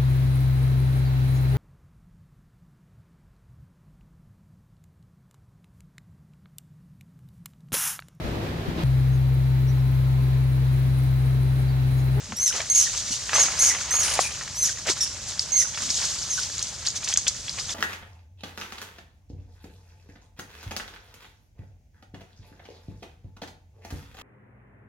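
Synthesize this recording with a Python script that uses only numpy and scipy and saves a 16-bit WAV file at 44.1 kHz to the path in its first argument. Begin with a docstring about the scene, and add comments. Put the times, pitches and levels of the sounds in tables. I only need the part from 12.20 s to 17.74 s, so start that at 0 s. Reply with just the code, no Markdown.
"""A young macaque squeals again and again among mossy stones in a wood while other monkeys cross dry leaves.
Its vocal folds give a thin whistle that turns to a rasp as their cycles grow irregular, then falls in
pitch; a short, low, hoarse note is heard at the end of several squeals. Many tiny fractures make the
leaves crunch and rustle, twigs snap and ring, soles thud softly, and one dull knock sounds close by.
Stones and trunks scatter an echo of the voice and the twigs, and the air rumbles faintly."""
import sys
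import numpy as np
from scipy import signal
from scipy.fft import rfft, irfft, next_fast_len
from scipy.io import wavfile

SR = 44100
rng = np.random.default_rng(int(sys.argv[2]) if len(sys.argv) > 2 else 0)


def persist_wave(psi):
    """Save psi, clipped to +-1, as 16-bit WAV."""
    counts = np.round(np.clip(psi, -1, 1) * 32767).astype(np.int16)
    wavfile.write(sys.argv[1], SR, np.atleast_2d(counts).T)


N = 244314
TIME = np.arange(N) / SR

# Spectrum of the air's rumble: frequency_hz, gain_db
AIR_SPECTRUM = [(15, -41), (25, -14), (56, 0), (86, 2), (117, -1), (249, -14), (372, -18.5), (554, -17),
                (600, -12), (780, -58), (1320, -120)]
# Likeness of left and right: frequency_hz, correlation
COHERENCE = [(60, 0.98), (500, 0.91), (1300, 0.94), (2600, 0.82), (5500, 0.65), (10000, 0.46)]
# Steady stirring of the dry leaves: time_s, crunch_db, rustle_db
LEAF_STIRRING = [(0, -49, -41), (.28, -48, -41), (.48, -46, -36), (.72, -43.5, -30.5), (1.05, -44.5, -33),
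                 (1.25, -33.5, -29.5), (1.35, -35, -31), (1.52, -32.5, -33.5), (1.64, -38.5, -33.5),
                 (1.78, -33.5, -36), (1.98, -32.5, -31), (2.08, -42, -35), (2.3, -45, -36.5),
                 (2.6, -48, -38), (3.52, -44.5, -36), (3.8, -43, -25), (4.03, -44.5, -32), (4.27, -47, -32),
                 (4.6, -47, -37.5), (5.2, -48.5, -36.5), (5.54, -47.5, -35.5)]
# A foot or flank pushes through the leaves: start_s, length_s, crunch_db, rustle_db
LEAF_PUSHES = [(0.316, .12, -32.5, -28), (0.6, 0.088, -45, -26), (.745, 0.058, -41, -25.5),
               (.895, 0.06, -49, -27), (1.116, .15, -24.5, -21.5), (1.587, 0.034, -41, -27),
               (1.982, 0.043, -36, -25), (2.434, 0.092, -40.5, -28.5), (2.568, 0.027, -48, -33),
               (2.651, 0.04, -34, -26.5), (2.671, 0.059, -26, -19), (2.716, 0.18, -43.5, -33.5),
               (3.058, 0.079, -44.5, -28.5), (3.182, 0.06, -51, -32), (3.566, 0.17, -41, -31),
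               (3.681, 0.038, -52, -25), (3.793, 0.11, -36, -31), (4.157, 0.11, -44, -28.5),
               (4.378, 0.18, -51, -36.5), (4.635, 0.069, -43.5, -27), (4.737, 0.04, -41, -29),
               (4.821, 0.037, -42, -30), (4.862, 0.073, -38, -24.5), (4.967, 0.031, -42, -26.5),
               (5.06, 0.033, -33, -21.5), (5.367, .065, -42, -30), (5.478, 0.063, -36, -29)]
# Spectrum of the crunch as heard: frequency_hz, gain_db
CRUNCH_SPECTRUM = [(150, -7.5), (330, -11), (600, -2.5), (1200, 0), (2200, 0), (3200, -2), (4500, -12.5),
                   (7000, -31)]
# Spectrum of the rustle as heard, brightest near 6.5 kHz: frequency_hz, gain_db
RUSTLE_SPECTRUM = [(2000, -26.5), (3200, -9.5), (4400, -4), (5500, -1.5), (6600, 0.5), (7600, -4.5),
                   (9000, -15), (11000, -25), (15500, -43)]
# Soft footfalls and scuffs: start_s, length_s, centre_hz, level_db
FOOTFALLS = [(0.083, 0.073, 210, -40.5), (0.336, 0.039, 430, -45), (0.397, 0.017, 630, -37),
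             (0.899, 0.028, 199, -40.5), (1.14, 0.079, 655, -39.5), (2.66, 0.039, 614, -37),
             (2.684, 0.023, 350, -33), (3.58, .15, 230, -50)]
# Twig and leaf stalk snaps: start_s, low_peak_db, low_hz, treble_peak_db, treble_hz, relative_ring_db
TWIG_SNAPS = [(0.122, -21, 1100, -36, 5500, -10), (0.326, -18, 3020, -26, 5500, -5),
              (0.4039, -15.5, 2320, -15, 6500, -9), (1.0937, -15.5, 1900, -32, 5500, -8),
              (1.132, -10, 1370, -20, 5500, -14), (1.157, -15, 1205, -30, 5500, 4),
              (1.183, -17, 1130, -16, 5500, -1), (1.284, -18, 1350, -22, 5530, -5),
              (1.549, -15.5, 2030, -28, 5450, -6), (1.715, -20, 1900, -23, 5500, 1),
              (1.74, -18, 1380, -21, 5500, -3), (2.109, -30, 2500, -19, 6200, -8),
              (2.2107, -23.5, 1880, -34, 5500, -3), (2.277, -26, 1900, -30, 5550, -6),
              (2.573, -28, 1950, -25, 5500, -5), (2.8625, -26, 3000, -15.5, 5530, -11),
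              (3.122, -26, 3770, -25, 5500, -12), (3.181, -34, 3380, -5.5, 5330, -3),
              (3.546, -25.5, 3410, -28, 5500, -2), (3.575, -17.5, 1830, -18, 5500, -15),
              (3.6906, -22, 3420, -7.5, 5540, -9), (4.2197, -30, 3370, -15.5, 5010, -9),
              (4.3683, -40, 3380, -16, 6800, -1.5), (4.38, -27, 3400, -15, 4760, -7),
              (4.414, -23, 3310, -10, 6600, -8), (4.457, -30, 3370, -19, 5320, -12),
              (4.654, -23, 3360, -8.5, 6520, -9), (4.659, -23, 3720, -9, 4760, -4),
              (4.6723, -41, 3430, -11.5, 6780, 9), (4.76, -30, 3420, -19, 6230, -6),
              (4.8325, -24.5, 3430, -12.5, 6800, -7), (4.8753, -16, 3670, -9, 6200, -14),
              (4.9265, -16, 3250, -7.5, 6600, -3), (4.961, -14, 3480, 0, 6520, -10),
              (5.0679, -14, 3500, -1, 6080, -12), (5.072, -15, 3500, -11, 6100, -3),
              (5.2816, -20.5, 3360, -13.5, 5080, -4.5), (5.3861, -17.5, 3000, -13, 5330, -13),
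              (5.493, -21, 3530, -23, 5200, 2)]
# Squeals that climb to a crest and fall, roughness from 0 to 1: start_s, climb_s, fall_s, first_hz,
# crest_hz, last_hz, first_db, crest_db, first_roughness, crest_roughness, upper_harmonics_db,
# first_left_minus_right_db
SQUEAL_ARCHES = [(.162, 0.089, 0.06, 1857, 2106, 1642, -34.5, -17.5, 0.07, 0.25, 1.5, 1),
                 (.498, .06, .1, 2123, 2194, 1900, -18.5, -15.5, 0.01, 0.4, -0.5, -1.5),
                 (.908, 0.019, 0.032, 1433, 1460, 1400, -31, -28.5, 0.43, 0.47, -9, -1),
                 (1.137, 0.074, 0.04, 2012, 2180, 1860, -22.5, -16, 0.2, 0.26, -8, -.5),
                 (1.39, 0.05, 0.09, 1992, 2220, 1825, -18, -15, 0.25, 0.55, -1.5, -0.5),
                 (1.706, .076, .08, 2012, 2230, 1770, -23, -20, 0.15, .22, 2, -1.5),
                 (2.345, .074, 0.074, 1827, 2080, 1352, -43, -19, .16, .17, 2.5, -1),
                 (2.8065, .004, .048, 1880, 1868, 1760, -15, -19, .12, 0.28, -8, -1),
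                 (3.318, 0.037, .092, 2126, 2159, 1835, -25, -17, 0.04, 0.05, -13, -6),
                 (4.097, 0.0088, 0.075, 2173, 2150, 1666, -38, -25, 0.26, .17, -11, -1)]
# The voice falters, then comes back at once and higher: return_s, depth_db, pitch_jump_hz
VOICE_CATCHES = [(0.205, -0.5, 119), (.259, 7, 30), (.547, 19, 70), (1.188, 11, 120), (1.788, 12, 50),
                 (2.421, 7, 40), (3.359, 6, 30)]
# Spectrum of the voice as heard: frequency_hz, gain_db
VOICE_SPECTRUM = [(1400, -32.5), (2100, -21), (3000, -13.5), (4200, -18.5), (5200, -5), (6000, 1.5),
                  (6600, 1.5), (7500, -14), (8600, -19.5), (10300, -18), (12500, -26.5), (15500, -38.5)]
# Short, low, hoarse falling notes at the ends of squeals: start_s, length_s, first_hz, last_hz, level_db
LOW_NOTES = [(0.302, 0.016, 1700, 1350, -36), (0.659, 0.027, 2030, 1730, -35.5),
             (1.491, 0.043, 2110, 1900, -29.5), (2.024, 0.07, 2466, 2450, -33.5),
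             (2.478, 0.032, 2113, 1300, -36.5), (3.407, 0.031, 2250, 1790, -36.5),
             (3.443, 0.019, 1570, 1430, -39), (4.174, 0.024, 1574, 1373, -30.5)]
# Toneless rasps between squeals: start_s, length_s, level_db
BREATH_RASPS = [(1.827, 0.11, -25), (1.932, 0.033, -23.5), (1.998, .088, -28), (3.081, 0.016, -35)]
# Spectrum of the rasps as heard: frequency_hz, gain_db
RASP_SPECTRUM = [(1800, -22), (2800, -12), (4600, -2.5), (6500, 2), (7900, -5), (9700, 0), (11200, -14.5),
                 (13000, -23), (15500, -32)]
# Modes of the dull knock: frequency_hz, relative_level_db, t60_s
KNOCK_RESONANCES = [(750, -0.5, 0.013), (1100, -6.5, .014), (1900, -10, 0.0095)]
# Level difference of the two microphone ports: frequency_hz, left_minus_right_db
PORT_BALANCE = [(60, 1.2), (300, 2), (1300, 0.3), (3000, 1), (6000, -0.5), (10000, 1)]
# Phase difference of the ports, negative where the left lags: frequency_hz, left_lead_rad
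PORT_LEAD = [(0, 0), (3530, -0.25), (5170, -0.76), (6630, -0.75), (13100, -1.04), (15800, -0.0)]

ATTACK_S, RELEASE_S = 0.0026, 0.0095
TREBLE_LAG_S = 0.013   # the treble of a crack or rustle is heard this long after its low part
HALF_EACH_SIDE = np.array([[.5], [-.5]])   # shares a left-minus-right difference between the channels


def from_db(db):
    """Amplitude ratio: tenfold for every 20 dB."""
    return 10 ** (np.asarray(db) / 20)


def unit_rms(x):
    """Normalisation to unit mean power."""
    return x / np.sqrt(np.mean(x ** 2) + 1e-20)


def at_hz(points, hz):
    """Interpolation of a spectrum on a log-frequency axis."""
    f, value = np.transpose(points)
    return np.interp(np.log(np.maximum(hz, 1)), np.log(f), value)


def wander(rate_hz, size):
    """Random modulation: low-passed noise of unit rms."""
    f = np.fft.rfftfreq(size, 1 / SR)
    return unit_rms(irfft(rfft(rng.standard_normal(size)) / (1 + (f / rate_hz) ** 4), size))


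def band(x, low_hz, high_hz):
    """Band-pass filtering with gentle slopes."""
    sos = signal.butter(2, [low_hz, min(high_hz, SR * .45)], "band", fs=SR, output="sos")
    return signal.sosfilt(sos, x + 1e-18)


def ring(x, hz, t60_s):
    """Damped resonator: a unit impulse excites a decaying sine of height 1."""
    r, w = from_db(-60 / (t60_s * SR)), 2 * np.pi * hz / SR
    return signal.lfilter([0, np.sin(w)], [1, -2 * r * np.cos(w), r * r], x + 1e-18)


def spread(pair, spectrum):
    """Partial coherence: two unrelated signals become coloured stereo of rms 1, less alike in the treble."""
    size = pair.shape[1]
    padded = next_fast_len(size)
    f = np.fft.rfftfreq(padded, 1 / SR)
    mid, side = rfft(pair, padded) * from_db(at_hz(spectrum, f))
    alike = at_hz(COHERENCE, f)
    stereo = np.sqrt(1 + alike) * mid + np.sqrt(1 - alike) * side * [[1], [-1]]
    return unit_rms(irfft(stereo, padded)[:, :size])


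def gate(t, attack_s):
    """Trapezoidal envelope: a quick start and a quick stop."""
    return np.clip(np.minimum(t / attack_s, (t[-1] - t) / RELEASE_S), 0, 1)


def add(out, start_s, sound):
    """Superposition: a sound joins the mix at its start time."""
    i = max(0, round(start_s * SR))
    out[:, i:i + sound.shape[-1]] += sound[..., :N - i]


def air(level_db=-46):
    """Stationary noise with its power in the bass: the rumble of the air."""
    return from_db(level_db) * spread(rng.standard_normal((2, N)), AIR_SPECTRUM)


def stirring(crest_share=0.27, range_db=10):
    """Incoherent sources add in power: each push swells and dies away over the steady stirring of leaves."""
    times_s, *levels_db = np.transpose(LEAF_STIRRING)
    power = from_db([np.interp(TIME, times_s, db) for db in levels_db]) ** 2
    for start_s, length_s, crunch_db, rustle_db in LEAF_PUSHES:
        t = TIME[:int(length_s * SR)]
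        swell_db = np.interp(t / length_s, [0, crest_share, 1], [-range_db, 0, -range_db])
        swell = gate(t, ATTACK_S) * from_db(swell_db)
        add(power[:1], start_s, (from_db(crunch_db) * swell) ** 2)
        add(power[1:], start_s + TREBLE_LAG_S, (from_db(rustle_db) * swell) ** 2)
    return np.sqrt(power)


def crackle(spectrum, per_s, unevenness_db, ring_cycles, rubbing_db, clump_db, pitch_count=28):
    """Shot noise: tiny leaf fractures each ring briefly at one pitch, in clumps over a bed of rubbing."""
    fractures = rng.random(N) < per_s / SR
    strength = from_db(unevenness_db * np.minimum(rng.exponential(1, N), 4))
    clicks = fractures * strength * rng.standard_normal((2, N))
    pitches_hz = np.geomspace(spectrum[0][0], spectrum[-1][0], pitch_count)
    pitch_index = rng.integers(0, pitch_count, N)
    grains = sum(hz * ring(clicks * (pitch_index == k), hz, ring_cycles / hz)
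                 for k, hz in enumerate(pitches_hz))
    rubbing = from_db(rubbing_db) * rng.standard_normal((2, N))
    clumps = from_db(clump_db * wander(28, N))
    return spread((unit_rms(grains) + rubbing) * clumps, spectrum)


def leaves():
    """Fracture and friction: weight crunches the litter, and brushing past makes it rustle."""
    weight, brushing = stirring()
    crunch = crackle(CRUNCH_SPECTRUM, per_s=2200, unevenness_db=2.5, ring_cycles=18.3,
                     rubbing_db=4.0, clump_db=1.33)
    rustle = crackle(RUSTLE_SPECTRUM, per_s=3500, unevenness_db=2.0, ring_cycles=42,
                     rubbing_db=5.0, clump_db=1.0)
    return weight * crunch + brushing * rustle


def footfalls(band_ratio=1.23):
    """Soft impact: soles press on earth and stone, each giving a low burst of narrow-band noise."""
    out = np.zeros((2, N))
    for start_s, length_s, hz, level_db in FOOTFALLS:
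        size = int(length_s * SR)
        thud = band(rng.standard_normal(SR // 4), hz / band_ratio, hz * band_ratio)[-size:]
        add(out, start_s, from_db(level_db) * unit_rms(thud * signal.windows.tukey(size, .6)))
    return out


def cracks(rows, t60_s, splinter_db, splinter_t60_s, band_ratio, top_hz, edge_db):
    """Impulsive excitation: a sharp tick, a brief ring and a dying spray of splinters."""
    out, t = np.zeros((2, N)), TIME[:SR // 12]
    impulse = signal.unit_impulse(len(t))
    low_pass = signal.butter(4, top_hz, fs=SR, output="sos")
    for start_s, peak_db, hz, ring_db in rows:
        tick = band(impulse, hz / band_ratio, hz * band_ratio)
        tick /= np.abs(tick).max()
        ringing = ring(tick, hz, t60_s)
        ringing /= np.abs(ringing).max()
        noise = rng.standard_normal(len(t)) + .5 * rng.standard_normal((2, len(t)))
        spray = unit_rms(band(noise, hz / band_ratio, hz * band_ratio))
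        spray *= from_db(splinter_db - 60 * t / splinter_t60_s)
        crack = signal.sosfilt(low_pass, tick + from_db(ring_db) * ringing + spray)
        crack += from_db(edge_db) * band(impulse, hz, hz * 2)   # the onset is brighter
        add(out, start_s, from_db(peak_db) * crack / np.abs(crack).max())
    return out


def twigs():
    """Transients in two bands: twig snaps, each heard as a low crack with its treble about 13 ms later."""
    low_rows = [(s, db, hz, ring_db) for s, db, hz, _, _, ring_db in TWIG_SNAPS]
    treble_rows = [(s + TREBLE_LAG_S, db, hz, ring_db) for s, _, _, db, hz, ring_db in TWIG_SNAPS]
    low = cracks(low_rows, t60_s=0.025, splinter_db=-11, splinter_t60_s=0.046,
                 band_ratio=1.91, top_hz=4830, edge_db=-30)
    treble = cracks(treble_rows, t60_s=0.013, splinter_db=-15, splinter_t60_s=0.036,
                    band_ratio=1.194, top_hz=8600, edge_db=-16)
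    return low + treble


def stone_echo(x, t60_s=0.32, far_db=-16, far_t60_s=1.0, band_hz=(2300, 10000)):
    """Scattering: stones return a short, thin echo to each ear, and far trunks a faint, longer one."""
    t = TIME[:SR * 3 // 4]
    decay = from_db(-60 * t / t60_s) + from_db(far_db - 60 * t / far_t60_s)
    echoes = rng.standard_normal((2, len(t))) * decay * (t > .004)
    echoes /= np.sqrt((echoes ** 2).sum(1, keepdims=True))
    return signal.fftconvolve(band(x, *band_hz), echoes, axes=1)[:, :N]


def vocal_effort(t, climb_s, fall_s, first_hz, crest_hz, last_hz, first_db, crest_db,
                 first_rough, crest_rough, last_rough=0.92, fade_db=14.5):
    """Effort governs phonation: as it builds and collapses, pitch and level arch and roughness grows."""
    up, down = np.clip(t / climb_s, 0, 1), np.clip((t - climb_s) / fall_s, 0, 1)
    slack = np.sin(np.pi / 2 * down) ** 2
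    pitch_hz = crest_hz + (first_hz - crest_hz) * (1 - up) ** 2 + (last_hz - crest_hz) * slack
    level_db = first_db + (crest_db - first_db) * up ** 0.86 - fade_db * down ** 2.45
    strain = (crest_rough - first_rough) * up ** 1.6
    breakup = (last_rough - crest_rough) * slack ** 0.96
    return pitch_hz, level_db, first_rough + strain + breakup


def catches(t, falter_s=0.014, return_s=0.0014, settle_s=0.0263):
    """Breaks in phonation: the level dips, then the pitch jumps up and settles back on its arch."""
    loss_db = step_hz = 0
    for time_s, depth_db, jump_hz in VOICE_CATCHES:
        since_s = t - time_s
        loss_db += depth_db * np.exp(-(since_s / np.where(since_s < 0, falter_s, return_s)) ** 2)
        step_hz += jump_hz / 2 * np.tanh(since_s / return_s) * np.exp(-np.abs(since_s) / settle_s)
    return loss_db, step_hz


def vocal_tone(pitch_hz, rough, upper_db, lower_db=-5, waver=0.0075, jitter=0.057, shimmer_db=3):
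    """Harmonic series: the folds vibrate near 2 kHz and the third harmonic is heard strongest."""
    size = len(pitch_hz)
    pitch_hz = pitch_hz * (1 + waver * wander(170, size) + jitter * rough * wander(480, size))
    phase = 2 * np.pi * np.cumsum(pitch_hz) / SR
    harmonics = np.arange(1, 8)[:, None]
    shimmer = np.array([wander(70, size) for _ in harmonics])   # each harmonic swells on its own
    balance_db = upper_db * (harmonics > 3) + lower_db * (harmonics < 3)
    heights = from_db(at_hz(VOICE_SPECTRUM, harmonics * pitch_hz) + shimmer_db * shimmer + balance_db)
    return (heights * np.sin(harmonics * phase)).sum(0) / np.sqrt((heights ** 2).sum(0) / 2)


def squeal(start_s, climb_s, fall_s, arch, upper_db, first_pan_db, last_pan_db=-0.1,
           rough_tilt_db=-2, hiss_lift_db=9, flutter_db=2.0, chop_db=2.5):
    """Aperiodic phonation: under strain the folds cycle irregularly and tone gives way to turbulent hiss."""
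    t = TIME[:int((climb_s + fall_s) * SR)]
    size = len(t)
    pitch_hz, level_db, rough = vocal_effort(t, climb_s, fall_s, *arch)
    loss_db, step_hz = catches(start_s + t)
    upper_db = upper_db + rough_tilt_db * rough   # the upper harmonics weaken as the voice roughens
    rough = np.clip(rough, .06, 1)
    tone = vocal_tone(pitch_hz + step_hz, rough, upper_db)
    # turbulence is brighter than the folds
    hiss_spectrum = [(hz, db + hiss_lift_db * (7000 < hz < 11500)) for hz, db in VOICE_SPECTRUM]
    hiss = spread(rng.standard_normal((2, size)), hiss_spectrum)
    hiss_share = 0.94 * rough ** 1.82
    voice = np.sqrt(1 - hiss_share) * tone + np.sqrt(hiss_share) * hiss
    # irregular closures chop the voice into bursts a few milliseconds long
    flutter = np.tanh(wander(190, size))
    chop = np.sqrt(rough) * (np.minimum(wander(420, size), 1) - 0.47)
    bursts = from_db(flutter_db * flutter + chop_db * chop)
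    pan_db = np.linspace(first_pan_db, last_pan_db, size) * HALF_EACH_SIDE
    return voice * bursts * gate(t, ATTACK_S) * from_db(level_db - loss_db + pan_db)


def low_note(length_s, first_hz, last_hz, octave_db=-15, jitter=0.055):
    """Frequency jitter: a short, falling fundamental and its weak octave waver and so sound hoarse."""
    size = int(length_s * SR)
    pitch_hz = np.linspace(first_hz, last_hz, size) * (1 + jitter * wander(500, size))
    phase = 2 * np.pi * np.cumsum(pitch_hz) / SR
    tone = np.sin(phase) + from_db(octave_db) * np.sin(2 * phase)
    return np.sqrt(2) * signal.windows.tukey(size, .7) * tone


def rasp(length_s, chop_db=2.0, fade_db=5.5):
    """Turbulence: air is forced through the open mouth after the folds have stopped."""
    t = TIME[:int(length_s * SR)]
    level_db = chop_db * np.minimum(wander(300, len(t)), 1) - fade_db * t / length_s
    breath = spread(rng.standard_normal((2, len(t))), RASP_SPECTRUM)
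    return breath * gate(t, attack_s=0.0064) * from_db(level_db)


def macaque():
    """Superposition of tone and noise: squeals, the low notes at their ends, and rasps."""
    out = np.zeros((2, N))
    for start_s, climb_s, fall_s, *arch, upper_db, first_pan_db in SQUEAL_ARCHES:
        add(out, start_s, squeal(start_s, climb_s, fall_s, arch, upper_db, first_pan_db))
    for start_s, length_s, first_hz, last_hz, level_db in LOW_NOTES:
        add(out, start_s, from_db(level_db) * low_note(length_s, first_hz, last_hz))
    for start_s, length_s, level_db in BREATH_RASPS:
        add(out, start_s, from_db(level_db) * rasp(length_s))
    return out


def knock(start_s=1.9914, gain_db=-3, band_hz=(520, 4300)):
    """Modal vibration: one blow excites three heavily damped modes and sounds dull."""
    out, blow = np.zeros((2, N)), signal.unit_impulse(SR // 10)
    modes = sum(from_db(gain_db + db) * ring(blow, hz, t60_s) for hz, db, t60_s in KNOCK_RESONANCES)
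    add(out, start_s, band(modes, *band_hz))
    return out


def scene(voice_send_db=-5, twig_send_db=-11):
    """Superposition of the direct sounds and the echo of voice and twigs."""
    voice, wood = macaque(), twigs()
    echo = stone_echo(from_db(voice_send_db) * voice + from_db(twig_send_db) * wood)
    return air() + leaves() + footfalls() + wood + echo + voice + knock()


def record(dry, low_cut_hz=38, high_cut_hz=15900):
    """Two-port pickup, the left mostly a little louder and later; then bass cut, clipping and treble cut."""
    size = next_fast_len(N + 1000)
    f = np.fft.rfftfreq(size, 1 / SR)
    port_gain = from_db(at_hz(PORT_BALANCE, f) * HALF_EACH_SIDE)
    port_phase = at_hz(PORT_LEAD, f) * HALF_EACH_SIDE
    heard = irfft(rfft(dry, size) * port_gain * np.exp(1j * port_phase), size)[:, :N]
    high_pass = signal.butter(4, low_cut_hz, "high", fs=SR, output="sos")
    low_pass = signal.ellip(10, .1, 70, high_cut_hz, fs=SR, output="sos")
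    clipped = np.clip(signal.sosfilt(high_pass, heard), -1, 1)
    return signal.sosfilt(low_pass, clipped)


dry = scene()
out = record(dry)
persist_wave(out)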